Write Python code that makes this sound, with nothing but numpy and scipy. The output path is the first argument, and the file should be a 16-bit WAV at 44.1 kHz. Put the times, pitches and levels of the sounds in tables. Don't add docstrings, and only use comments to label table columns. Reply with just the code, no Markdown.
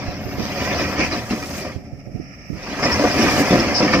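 import sys
import numpy as np
from scipy import signal
from scipy.fft import rfft, irfft, next_fast_len
from scipy.io import wavfile
from scipy.ndimage import uniform_filter1d, map_coordinates

SR = 44100
rng = np.random.default_rng(int(sys.argv[2]) if len(sys.argv) > 2 else 0)


def dump_mix(stems):
    frames = np.atleast_2d(stems).T
    limited = np.clip(frames, -1, 1)
    pcm = np.round(limited * 32767).astype(np.int16)
    wavfile.write(sys.argv[1], SR, pcm)


N = 176400

# (time [s], relative level [dB], hardness [dB])
LANDINGS = [(0.819, -17, -19), (0.984, -13.5, -8), (1.128, -15, -10), (1.149, -18, -8), (1.309, -8, -19),
            (1.648, -16, -5.5), (2.825, -10, -1), (2.856, -8, -2.5), (2.995, -6.5, -3.5), (3.039, -6, -3.5),
            (3.187, -8, -27), (3.198, -13.5, 12), (3.229, -11.5, -13), (3.379, -6, -9.5),
            (3.508, -1.5, -18), (3.528, -3.5, -9.5), (3.555, -8, -12), (3.59, -6, -13), (3.804, -5.5, -2),
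            (3.827, -3.5, -11), (3.847, -7.5, -10), (3.949, -2, -3.5)]
# (frequency [Hz], level [dB])
GRIND_TONE = [(500, 6.5), (850, 2.5), (1000, 0.5), (1230, 5.5), (1450, -3), (1800, 2.5), (2050, -4.5),
              (2380, 3), (2750, -3), (3150, -6.5), (3700, -19), (5000, -0.5), (9000, -32.5), (14000, -37)]
# (frequency [Hz], level [dB])
RASP_TONE = [(2000, -3.5), (3600, -5.5), (4300, -5), (4850, 0.5), (5350, 3.5), (5900, -1.5), (6500, -10.5),
             (7300, -49), (10000, -80)]


def amp(db):
    return 10 ** (np.asarray(db) / 20)


def unit(x):
    return x / np.sqrt(np.mean(x ** 2) + 1e-20)


def along(points, hz):
    freqs, values = np.transpose(points)
    return np.interp(np.log(hz + 1), np.log(freqs + 1), values)


def curve(points):
    return np.interp(np.arange(N) / SR, *np.transpose(points))


def wobble(per_s):
    return map_coordinates(rng.standard_normal(N // 20), [np.arange(N) * per_s / SR], mode="mirror")


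def noise(n):
    return rng.standard_normal((2, n))


def filtered(x, response):
    n = x.shape[-1]
    padded = next_fast_len(n + SR // 10)
    return irfft(rfft(x, padded) * response(np.fft.rfftfreq(padded, 1 / SR)), padded)[..., :n]


def add(track, s, sound):
    part = track[..., max(round(s * SR), 0):][..., :sound.shape[-1]]
    part += sound[..., :part.shape[-1]]


def fade(t, ring_s):
    return np.exp(-np.log(1000) * t / ring_s)


def spread(pair, tone):
    # (frequency [Hz], likeness [0-1])
    likeness = [(30, 0.076), (140, 0.77), (650, 0.98), (1200, 0.94), (2400, 0.29), (5000, 0.15),
                (12000, 0.093)]

    def blend(hz):
        angle = np.arccos(np.clip(along(likeness, hz), -1, 1)) / 2
        return amp(along(tone, hz)) * [np.cos(angle), np.sin(angle)]

    mid, side = filtered(pair, blend)
    return unit(np.array([mid + side, mid - side]))


def ring(modes, t, scatter_db):
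    hz, db, ring_s = np.transpose(modes)[:, :, None]
    size = amp(db + scatter_db * rng.uniform(-1, 1, hz.shape)) * rng.choice([-1, 1], hz.shape)
    build_up = 1 - np.exp(-t / 0.00069)
    return size * fade(t, ring_s) * build_up * np.sin(2 * np.pi * hz * t)


def engine():
    # (multiple of the firing rate, level [dB])
    harmonics = [(1, -19), (2, 1), (3, -9), (4, -6)]
    # (time [s], relative level [dB])
    loudness = [(0, -32.5), (.8, -32), (1.2, -35.5), (2.75, -51), (3.0, -35), (4, -47)]
    # (frequency [Hz], level [dB])
    idle_tone = [(25, -2), (200, 2.5), (420, -27), (740, -13), (950, -38), (14000, -62)]
    # (frequency [Hz], level [dB])
    exhaust_tone = [(28, -28), (45, 1), (75, 4), (120, 13.0), (220, -12), (600, -138)]
    firing_hz = 39.9
    phase = 2 * np.pi * np.cumsum(firing_hz * (1 + 0.02 * wobble(13))) / SR
    hum = unit(sum(amp(db + 5.4 * wobble(21.93)) * np.sin(k * phase) for k, db in harmonics))
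    exhaust = spread(noise(N), exhaust_tone)
    steady = amp(-40.5) * spread(noise(N), idle_tone)
    return amp(curve(loudness)) * (0.62 * hum + 0.7 * exhaust) + steady


def friction(tone, patchy_db):
    spectrum = signal.stft(noise(N), nperseg=256)[2]
    patches = uniform_filter1d(rng.standard_normal(spectrum.shape[1:]), size=3, axis=0)
    patches = uniform_filter1d(patches, size=8, axis=1)
    rub = signal.istft(spectrum * amp(patchy_db * np.clip(unit(patches), -2, 2)))[1][:, :N]
    t = np.arange(SR // 5) / SR
    steel = noise(len(t)) * fade(t, ring_s=0.18)
    ringing = signal.fftconvolve(rub, steel, axes=1)[:, :N]
    return spread(unit(rub) + 0.7 * unit(ringing), tone)


def stone(t, pitch):
    # (frequency [Hz], level [dB], ring time [s])
    block_modes = [(1194, 5, 0.067), (1386, -7, 0.065), (1790, 4.5, 0.17), (2237, 5.5, 0.14),
                   (2770, -9, .025), (5030, 5, 0.0063)]
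    return unit(ring(np.array(block_modes) * [pitch, 1, 1], t, scatter_db=4).sum(0))


def tumbling():
    knocks_per_s = 70
    out, t = np.zeros((2, N)), np.arange(SR // 20) / SR
    chip_band = signal.butter(4, [700, 5600], "band", fs=SR)
    for slot in range(int(knocks_per_s * N / SR)):
        size = amp(3 * rng.uniform(-0.041, 1)) * rng.uniform(0.13, 1, (2, 1))
        chips = unit(signal.lfilter(*chip_band, noise(len(t))) * np.exp(-t / 0.01))
        s = (slot + rng.uniform(0, 2)) / knocks_per_s
        pitch = np.exp(0.1 * rng.standard_normal())
        add(out, s, size * (stone(t, pitch) + 0.19 * chips))
    return unit(out)


def grains(n, per_s, scatter_db):
    hit = rng.random((2, n)) < per_s / SR
    return hit * rng.choice([-1, 1], hit.shape) * amp(scatter_db * np.clip(noise(n), -2, 2))


def sliding():
    # (time [s], relative level [dB])
    first_slide = [(0.0, -36), (0.22, -41), (0.766, -26), (0.952, -31.5), (1.012, -23.5), (1.1, -31),
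                   (1.15, -28.5), (1.24, -38.5), (1.285, -39), (1.308, -32), (1.362, -35.5), (1.49, -41.5),
                   (1.61, -35), (1.68, -38), (1.758, -45.5), (1.8, -57)]
    restart = [(1.86, -59), (2.1, -66.5), (2.5, -59.5), (2.6, -39.5), (2.819, -29.5)]
    rush = [(2.835, -24), (3.129, -26.5), (3.219, -22), (3.911, -27.5), (3.944, -19.5), (3.965, -26),
            (4.0, -26)]
    # (time [s], relative level [dB])
    rumble_levels = [(0, -34.5), (.85, -29.5), (1.26, -39.5), (1.36, -31.5), (1.66, -37.5), (1.79, -44),
                     (2.5, -51.5), (2.7, -34.5), (2.9, -34), (3.01, -25.5), (3.8, -26)]
    grit_levels = [(0, -63), (.3, -60), (.45, -50), (1.27, -47.5), (1.58, -41), (1.85, -69), (2.45, -66.5),
                   (2.9, -44), (3.42, -35.5), (3.65, -46.5), (4, -50.5)]
    # (frequency [Hz], level [dB])
    rumble_tone = [(50, -26), (90, -11.5), (125, -5), (165, -1.5), (225, 3.5), (295, 3.5), (380, -2.5),
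                   (450, -7.5), (560, 1), (660, -3.5), (750, 1), (860, -18), (1300, -58), (3000, -85)]
    grit_tone = [(3000, -6), (6500, 12), (9500, 1), (15000, 3.5)]
    grind_db = curve([*first_slide, *restart, *rush])
    judder_db = 0.69 * wobble(55)
    rumble = amp(curve(rumble_levels) + 2.5 + judder_db) * friction(rumble_tone, patchy_db=2.5)
    jostle = friction(GRIND_TONE, patchy_db=2.5) + amp(-5.5) * tumbling()
    grind = amp(grind_db + 2.5 + judder_db) * jostle
    rasp = amp(grind_db - 3.5 + judder_db) * friction(RASP_TONE, patchy_db=7.5)
    hiss = friction(grit_tone, patchy_db=5.5)
    ticks = spread(grains(N, per_s=2300, scatter_db=3.5), grit_tone)
    grit = amp(curve(grit_levels) + 3.0 + judder_db + 1.5 * wobble(24.7)) * unit(hiss + 1.04 * ticks)
    return rumble + grind + rasp + grit


def whistles():
    # (time [s], length [s], starting pitch [Hz], level [dB])
    thin_whistles = [(0, .2, 14750, -54), (.19, .79, 14080, -47), (1.53, .1, 7450, -49),
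                     (2.45, .36, 14250, -64)]
    sag_hz = 280
    out = np.zeros(N)
    for s, length, hz, db in thin_whistles:
        n = int(length * SR)
        pitch = hz - sag_hz * np.arange(n) / n + 45 * wobble(300)[:n] + 25 * wobble(15)[:n]
        loudness = amp(db + 1.5 * wobble(60)[:n]) * signal.windows.tukey(n, .1)
        add(out, s, loudness * np.sin(2 * np.pi * np.cumsum(pitch) / SR))
    return out


def clunks():
    # (time [s], relative level [dB], pitch [Hz], looseness [0-1])
    knocks = [(0.086, -16.5, 75, 0.5), (0.263, -15, 100, .4), (0.386, -11.5, 300, 0.7),
              (1.763, -15, 80, 0.4), (1.934, -18, 102, 0.26), (2.073, -20, 169, 0.7),
              (2.152, -19, 128, 0.97), (2.201, -14, 238, 0.27), (2.504, -12.5, 161, 0.4),
              (2.531, -19, 85, 0.7)]
    # (frequency [Hz], level [dB])
    rattle_tone = [(100, 4.5), (280, -1), (680, -15.5), (1200, -57)]
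    rise_s, decay_s = 0.0053, 0.033
    out, t = np.zeros((2, N)), np.arange(-SR // 50, SR // 10) / SR
    for s, db, hz, looseness in knocks:
        from_peak = (np.pi * hz * t) ** 2
        push = (1 - 2 * from_peak) * np.exp(-from_peak)
        shake = filtered(rng.standard_normal(len(t)), lambda f: amp(along(rattle_tone, f)))
        rattle = unit(shake) * np.exp(-np.maximum(t / decay_s, -t / rise_s))
        add(out[1], s + t[0], amp(db + 0.5) * (push + looseness * amp(-2) * rattle))
    return out


def scrapes():
    # (time [s], length [s], relative level [dB])
    drags = [(0.363, 0.14, -34.5), (0.541, 0.17, -43), (1.349, .33, -38)]
    out, t = np.zeros((2, N)), np.arange(SR // 100) / SR
    for s, length, db in drags:
        clicks = abs(grains(SR // 2, per_s=510, scatter_db=0))
        slips = signal.fftconvolve(clicks, np.exp(-t / 0.0016)[None], axes=1)
        rasp = spread(slips * noise(slips.shape[1]), RASP_TONE)[:, :int(length * SR)]
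        add(out, s, amp(db - 0.5) * rasp * signal.windows.tukey(rasp.shape[1], .5))
    return out


def clacks():
    # (time [s], peak level [dB], pitch [times the usual block's])
    knocks = [(0.712, -15, 0.98), (1.014, -17, 1.2), (1.302, -20, 1.23), (1.427, -18, 1.07),
              (2.829, -12.5, .95), (3.879, -9.5, 1.01), (3.935, -4.5, 1)]
    out, t = np.zeros((2, N)), np.arange(SR // 10) / SR
    for s, db, pitch in knocks:
        crunch = spread(noise(len(t)), GRIND_TONE) * np.exp(-t / 0.014)
        clack = stone(t, pitch) * np.exp(-t / 0.03) + 0.5 * unit(crunch)
        add(out, s, amp(db) * clack / abs(clack).max())
    return out


def booms():
    # (frequency [Hz], level [dB], ring time [s])
    bed_modes = [(125.5, -14, 0.092), (185.4, -9.5, 0.14), (227.5, -0.5, 0.096), (246.5, -2.5, 0.14),
                 (296.2, 2, 0.087), (342, -4, 0.097), (393, -6, 0.073), (522.8, -6, 0.19),
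                 (580.6, -2, 0.094), (725.4, -8, 0.17), (997, -13, 0.11), (1179, -7.5, 0.048)]
    hard_above_hz, rebound_s = 430, .012
    out, t = np.zeros(N), np.arange(SR // 4) / SR
    is_high = np.array(bed_modes)[:, 0] > hard_above_hz
    for s, db, hard_db in LANDINGS:
        modes = [(hz * (1 + .025 * rng.standard_normal()), *rest) for hz, *rest in bed_modes]
        tone = amp(is_high * (hard_db + 8.0)) @ ring(modes, t, scatter_db=1.5)
        boom = tone.copy()
        rebound_times = rebound_s * np.cumsum(rng.uniform(0.4825, 1.5, size=3))
        for k, delay in enumerate(rebound_times):
            add(boom, delay, 0.73 * 0.64 ** k * tone)
        add(out, s, amp(db - 1.5) * boom / abs(boom).max())
    return out


def cracks():
    out, t = np.zeros((2, N)), np.arange(SR // 10) / SR
    for s, db, _ in LANDINGS:
        crunch = spread(noise(len(t)), GRIND_TONE) + 0.84 * spread(noise(len(t)), RASP_TONE)
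        add(out, s, amp(db - 20) * crunch * np.exp(-t / 0.02))
    return out


def screeches():
    # (time [s], length [s], pitch [Hz], band width [Hz], relative level [dB])
    catches = [(0.996, 0.063, 2370, 300, -26), (1.12, .03, 4120, 300, -35.5),
               (2.915, 0.034, 5370, 300, -23.5), (3.596, 0.0164, 5270, 500, -25.5),
               (3.74, 0.071, 5110, 730, -22)]
    out = np.zeros((2, N))
    for s, length, hz, width, db in catches:
        n = int(length * SR)
        band = filtered(noise(SR // 5), lambda f: 1 / (1 + (2 * (f - hz) / width) ** 2))[:, :n]
        add(out, s, amp(db + 3.0) * unit(band) * signal.windows.tukey(n, .35))
    return out


def creep():
    # (time [s], relative level [dB])
    loudness = [(1.7, -57), (1.87, -52.5), (2.1, -52.5), (2.25, -45.5), (2.55, -44.5)]
    # (frequency [Hz], level [dB])
    peaks = [(1300, -4), (1850, -3), (2300, -1.5), (2750, -11), (5400, -4)]
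    width = 0.073

    def tone(f):
        return sum(amp(db) * np.exp(-((f - hz) / (width * hz)) ** 2 / 2) for hz, db in peaks)

    lean_right = amp([[-2.5], [1.5]])
    return amp(curve(loudness) + 2.1 * wobble(60)) * lean_right * unit(filtered(noise(N), tone))


def yard_echo(x):
    # (frequency [Hz], ring time [s])
    ring_times = [(150, 0.083), (1500, 0.5), (10000, 0.7)]
    hz, t, spectrum = signal.stft(noise(SR // 2), SR, nperseg=256)
    tail = signal.istft(spectrum * fade(t, along(ring_times, hz)[:, None]), SR)[1]
    return signal.fftconvolve(x, tail / np.linalg.norm(tail[0]), axes=1)[:, :N]


def scene():
    knocks = booms() + cracks() + clacks() + screeches()
    truck = knocks + amp(-14.5) * yard_echo(knocks)
    truck = truck + sliding() + scrapes() + creep() + engine() + whistles()
    right_lead_s = .00009
    delay_s = np.array([[0.5], [-0.5]]) * right_lead_s
    return filtered(truck, lambda hz: np.exp(-2j * np.pi * hz * delay_s)) + clunks()


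def record(dry):
    peak_limit, bass_hz, top_hz = .9, 40, 15500
    rounded = dry / (1 + (dry / peak_limit) ** 8) ** (1 / 8)
    return filtered(rounded, lambda hz: (hz < top_hz) * hz ** 2 / np.sqrt(hz ** 4 + bass_hz ** 4))


dry = scene()
out = record(dry)
dump_mix(out)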